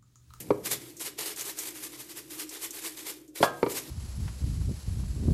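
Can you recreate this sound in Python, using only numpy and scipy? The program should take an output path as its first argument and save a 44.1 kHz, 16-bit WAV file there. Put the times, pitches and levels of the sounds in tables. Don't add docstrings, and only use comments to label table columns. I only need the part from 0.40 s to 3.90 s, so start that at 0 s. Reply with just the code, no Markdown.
import sys
import numpy as np
from scipy import signal
from scipy.fft import rfft, irfft
from scipy.io import wavfile

SR = 44100
rng = np.random.default_rng(int(sys.argv[2]) if len(sys.argv) > 2 else 0)


def master(y):
    cut = np.clip(np.atleast_2d(y).T, -1, 1)
    pcm = np.round(cut * 32767)
    wavfile.write(sys.argv[1], SR, pcm.astype(np.int16))


N = 154350
T = np.arange(N) / SR
BAND_EDGE_HZ = 14260


def amp(db):
    return 10 ** (np.asarray(db) / 20)


def unit(x):
    return x / np.sqrt(np.mean(x ** 2) + 1e-20)


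def curve(points):
    return np.interp(T, *np.transpose(points))


def read(points, hz):
    point_hz, value = np.transpose(points)
    return np.interp(np.log(hz + 1), np.log(point_hz + 1), value)


def add(mix, start_s, sound):
    part = mix[max(round(start_s * SR), 0):][:len(sound)]
    part += sound[:len(part)]


def colour(x, points, size=4096):
    bin_hz = abs(np.fft.fftfreq(size, 1 / SR))
    log_gain = np.log(amp(read(points, bin_hz)))
    response = np.exp(np.conj(signal.hilbert(log_gain)))
    taps = np.fft.ifft(response).real[:size // 2]
    return signal.oaconvolve(x, taps / np.linalg.norm(taps))[:N]


def wander(rate_hz):
    hz = np.fft.rfftfreq(N, 1 / SR)
    spectrum = rfft(rng.standard_normal(N)) * np.exp(-(hz / rate_hz) ** 2)
    return unit(irfft(spectrum, N))


def flakes(rate_per_s=9000, spread_db=2.5):
    size = amp(spread_db * np.minimum(rng.exponential(1, N), 5))
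    sign = rng.choice([-1., 1.], N)
    hit = rng.random(N) < rate_per_s / SR
    return unit(size * sign * hit)


def herbs(clump_db=1.0, clump_hz=70):
    # start_s, length_s, level_db (before band gain), extra_rustle_db, rise_s
    rushes = [(.003, 0.0051, -38, -24, 0.00067), (0.257, 0.016, -34.5, 2, 0.0091),
              (.317, 0.018, -29.5, -1, 0.013), (0.409, 0.095, -53, 1.5, .01),
              (0.603, 0.017, -37.5, -1, 0.0035), (.659, 0.019, -36.5, 0.5, 0.018),
              (.789, 0.037, -36.5, 4, 0.0058), (0.862, 0.018, -35, -0.5, 0.014),
              (0.893, 0.029, -42, 3.5, .01), (.987, 0.034, -37.5, 0, 0.016),
              (1.06, 0.044, -38, -0.5, 0.013), (1.187, 0.052, -41, -2, 0.024),
              (1.256, 0.033, -40, -0.5, 0.0055), (1.354, 0.037, -47.5, 1.5, 0.012),
              (1.433, 0.026, -40.5, -2, 0.021), (1.526, 0.034, -49.5, 5, 0.006),
              (1.603, 0.012, -41.5, -0.5, 0.015), (1.694, 0.027, -46, 0, 0.0053),
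              (1.772, 0.017, -41, 0.5, 0.01), (1.908, 0.049, -44.5, -0.5, 0.0071),
              (1.997, 0.029, -38.5, -1, 0.019), (2.13, 0.042, -44.5, 2.5, 0.023),
              (2.225, 0.031, -37.5, -1.5, 0.015), (2.348, 0.047, -42.5, -0.5, 0.017),
              (2.446, 0.03, -37.5, 1.5, 0.021), (2.498, 0.038, -51, -11, .01),
              (2.572, 0.035, -45, 0.5, 0.0052), (2.669, 0.038, -38.5, 0.5, 0.012),
              (2.959, 0.028, -40.5, 0, 0.0048), (3.029, .02, -35, 2, 0.018),
              (3.299, 0.026, -38.5, -5, 0.0084), (3.365, 0.02, -34.5, 2, 0.018), (3.424, .08, -58, 6, .01)]
    # time_s, level_db (before band gain)
    trickle = [(0, -55.5), (.2, -61.5), (.4, -59), (.56, -61), (.75, -65), (1.4, -52), (1.87, -58),
               (2.7, -51.5), (2.86, -67.5), (2.92, -80), (3.0, -65), (3.2, -56), (3.5, -52)]
    # freq_hz, relative_density_db_per_hz
    hiss_shape = [(300, -33), (2000, -4.5), (4000, -8.5), (5500, -5), (7500, -0.5), (9500, -1.5),
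                  (11500, 0.5), (14000, -3)]
    # freq_hz, relative_density_db_per_hz
    rustle_shape = [(60, -28), (200, -11), (400, 7.5), (600, -3.5), (1000, 0), (1500, -3.5), (2100, -0.5),
                    (2700, -1.5), (3600, 0.5), (5000, 0.5), (8000, -9), (14000, -10)]
    fall_s, settle_s, settle_db = 0.015, 0.042, -17
    hiss_db, rustle_db = 2, -4

    hiss_power = rustle_power = amp(curve(trickle)) ** 2
    for start_s, length_s, level_db, extra_rustle_db, rise_s in rushes:
        before_s = np.maximum(start_s - T, 0)
        after_s = np.maximum(T - start_s - length_s, 0)
        fall = np.exp(-after_s / fall_s)
        settle = amp(settle_db) * np.exp(-after_s / settle_s)
        level = amp(level_db) * np.exp(-before_s / rise_s) * np.maximum(fall, settle)
        hiss_power = hiss_power + level ** 2
        rustle_power = rustle_power + (level * amp(extra_rustle_db)) ** 2
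    clumps = amp(clump_db * wander(clump_hz))
    hiss = colour(flakes() * clumps * np.sqrt(hiss_power), hiss_shape)
    rustle = colour(flakes() * clumps * np.sqrt(rustle_power), rustle_shape)
    return amp(hiss_db) * hiss + amp(rustle_db) * rustle


def patchy(x, patch_db, patch_hz=600, patch_s=0.015, size=512):
    hz, t, z = signal.stft(x, SR, nperseg=size)
    across_hz = np.fft.fftfreq(len(hz), hz[1])[:, None] * patch_hz
    across_s = np.fft.fftfreq(len(t), t[1]) * patch_s
    blur = np.exp(-across_hz ** 2 - across_s ** 2)
    field = unit(np.fft.ifft2(np.fft.fft2(rng.standard_normal(z.shape)) * blur).real)
    return signal.istft(z * unit(amp(patch_db * field)), SR, nperseg=size)[1][:N]


def ticks():
    # start_s, level_db, decay_s (time constant)
    tick_list = [(0.568, -43, 0.021), (0.5966, -29, 0.0014), (.962, -34, 0.0056), (1.01, -32.5, 0.012),
                 (1.187, -29, 0.015), (1.306, -36.5, .004), (2.092, -35, 0.01), (2.307, -33, 0.0077),
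                 (2.878, -54.5, 0.015)]
    # freq_hz, relative_density_db_per_hz
    tick_shape = [(300, -47), (3000, -8), (5000, -1), (6500, 9.5), (8300, 7), (10000, -2), (14500, 1)]
    out, t = np.zeros(N), T[:SR // 10]
    for start_s, level_db, decay_s in tick_list:
        add(out, start_s, amp(level_db) * np.exp(-t / decay_s) * rng.standard_normal(len(t)))
    return colour(out, tick_shape)


def ring(modes, t, hardness_hz):
    out = 0
    for freq_hz, level_db, t60_s in modes:
        reach = 1 / np.hypot(1, (freq_hz / hardness_hz) ** 2)
        out = out + reach * amp(level_db - 60 * t / t60_s) * np.sin(2 * np.pi * freq_hz * t)
    return out


def knocks():
    # start_s, level_db, hardness_hz, contact_s, pitch_ratio,
    #         crack_db, crack_top_hz, crack_decay_s, bowl_db, room_db
    knock_list = [(0.081, -26, 200, 0.0024, 0.77, -27, 400, .004, -30, -9),
                  (0.1052, -7.5, 530, 0.0019, 1.012, -12.5, 1740, 0.0066, -23, -15.5),
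                  (3.0042, -9, 298, 0.0027, 1.073, -31, 500, .004, -48, -16),
                  (3.0277, -10.5, 1780, 0.0015, 1.46, -8, 5970, 0.012, -0.5, -15),
                  (3.035, -12, 800, 0.00069, 1.463, -21, 3030, .005, -28, -16.5),
                  (3.229, -11, 970, 0.0019, 0.952, -5, 2000, 0.0055, -34, -15.5),
                  (3.2634, -18, 700, 0.0019, 1, -4, 2400, .005, -27, -11)]
    # freq_hz, level_db, t60_s
    jar_modes = [(130.6, -14, 0.07), (219, -15, 0.048), (298.3, 0, 0.041), (406.6, 0.5, 0.055),
                 (474.4, -0.5, 0.047), (969, -6, 0.069), (1190, -41, 0.026), (1254, 3, 0.013),
                 (1340, -31, 0.019), (2266, 17.5, 0.0074)]
    # freq_hz, level_db, t60_s
    bowl_modes = [(484, -26, .55), (618, -7, .09), (673, -22, .4), (728, -20, .38), (786, -23, .29),
                  (958, -4, .08), (1005, -8, .07), (1058, -16, .25), (1152, -12, .2), (1258, -21, .35),
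                  (1324, -25, .25), (1597, -23, .46), (1615, -21, .24), (1677, -16, .27), (1730, -24, .12),
                  (2728, -27, .2), (3422, -21, .16), (3917, -27, .12)]
    # freq_hz, relative_density_db_per_hz
    crack_shape = [(100, -11), (450, 12), (750, 1), (1200, 8.5), (1700, -9.5), (2300, 1), (2900, -10),
                   (3400, -5.5), (3750, -6.5), (4400, 2), (6500, -11), (14000, -7.5)]
    out, t = np.zeros((2, N)), T[:SR]
    low_cut = signal.butter(2, 42, "highpass", fs=SR, output="sos")
    for (start_s, level_db, hardness_hz, contact_s, pitch_ratio,
         crack_db, crack_top_hz, crack_decay_s, bowl_db, room_db) in knock_list:
        jar = ring(jar_modes, t * pitch_ratio, hardness_hz)
        bowl = ring(bowl_modes, t, 2 * hardness_hz)
        onset = 1 - np.exp(-(t / contact_s) ** 2)
        crack = colour(np.exp(-t / crack_decay_s) * rng.standard_normal(SR), crack_shape)[:SR]
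        crack = signal.sosfilt(signal.butter(2, crack_top_hz, fs=SR, output="sos"), crack)
        blow = (jar + amp(bowl_db) * bowl) * onset + amp(crack_db) * crack
        knock = amp(level_db) * signal.sosfilt(low_cut, blow)
        add(out[0], start_s, knock)
        add(out[1], start_s, amp(room_db) * knock)
    return out


def kitchen(x, first_s=0.0039, size=256):
    # freq_hz, t60_s
    reverb = [(100, 1), (400, 0.47), (1200, .4), (4000, 0.33), (14000, 0.17)]
    hz, t, z = signal.stft(rng.standard_normal(SR), SR, nperseg=size)
    decay = amp(-60 * t / read(reverb, hz)[:, None])
    tail = signal.istft(z * decay, SR, nperseg=size)[1][:SR]
    tail = tail * np.clip(T[:SR] / first_s - 1, 0, 1)
    return signal.fftconvolve(x, tail / np.linalg.norm(tail))[:N]


def appliance():
    # freq_hz, relative_density_db_per_hz
    drone_shape = [(25, -33), (75, -33), (150, -27), (235, -26.5), (280, -5.5), (312, 6.5), (360, -3),
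                   (440, -17.5), (560, -19.5), (1000, -50), (3000, -46), (14000, -45)]
    # freq_hz, relative_density_db_per_hz
    rumble_shape = [(25, -38), (70, -15), (100, -19), (125, 5.5), (160, -8), (240, -8.5), (400, -10.5),
                    (700, -21.5), (14000, -73)]
    # time_s, level_db
    rumble_level = [(0, -48.5), (.35, -49), (.55, -59.5), (1.2, -64), (1.9, -60.5), (2.1, -74.5),
                    (2.25, -67), (2.7, -68), (2.92, -73), (3.3, -90), (3.5, -46)]
    drone_db, hum_db, hum_hz = -52.5, -72.5, 58
    air = amp(drone_db) * colour(rng.standard_normal(N), drone_shape)
    rumble = colour(rng.standard_normal(N), rumble_shape) * amp(curve(rumble_level))
    hum = amp(hum_db) * np.sqrt(2) * np.sin(2 * np.pi * hum_hz * T)
    return air + rumble + hum


def scene(herb_room_db=-12.5):
    shaking = patchy(herbs(), patch_db=1.52) + ticks()
    knocking, knock_send = knocks()
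    room = kitchen(amp(herb_room_db) * shaking + knock_send)
    return (shaking + knocking + room + appliance())[None]


def record(dry):
    taps = signal.firwin(801, BAND_EDGE_HZ, window=("kaiser", 8), fs=SR)
    return signal.oaconvolve(dry, taps[None], "same")


dry = scene()
out = record(dry)
master(out)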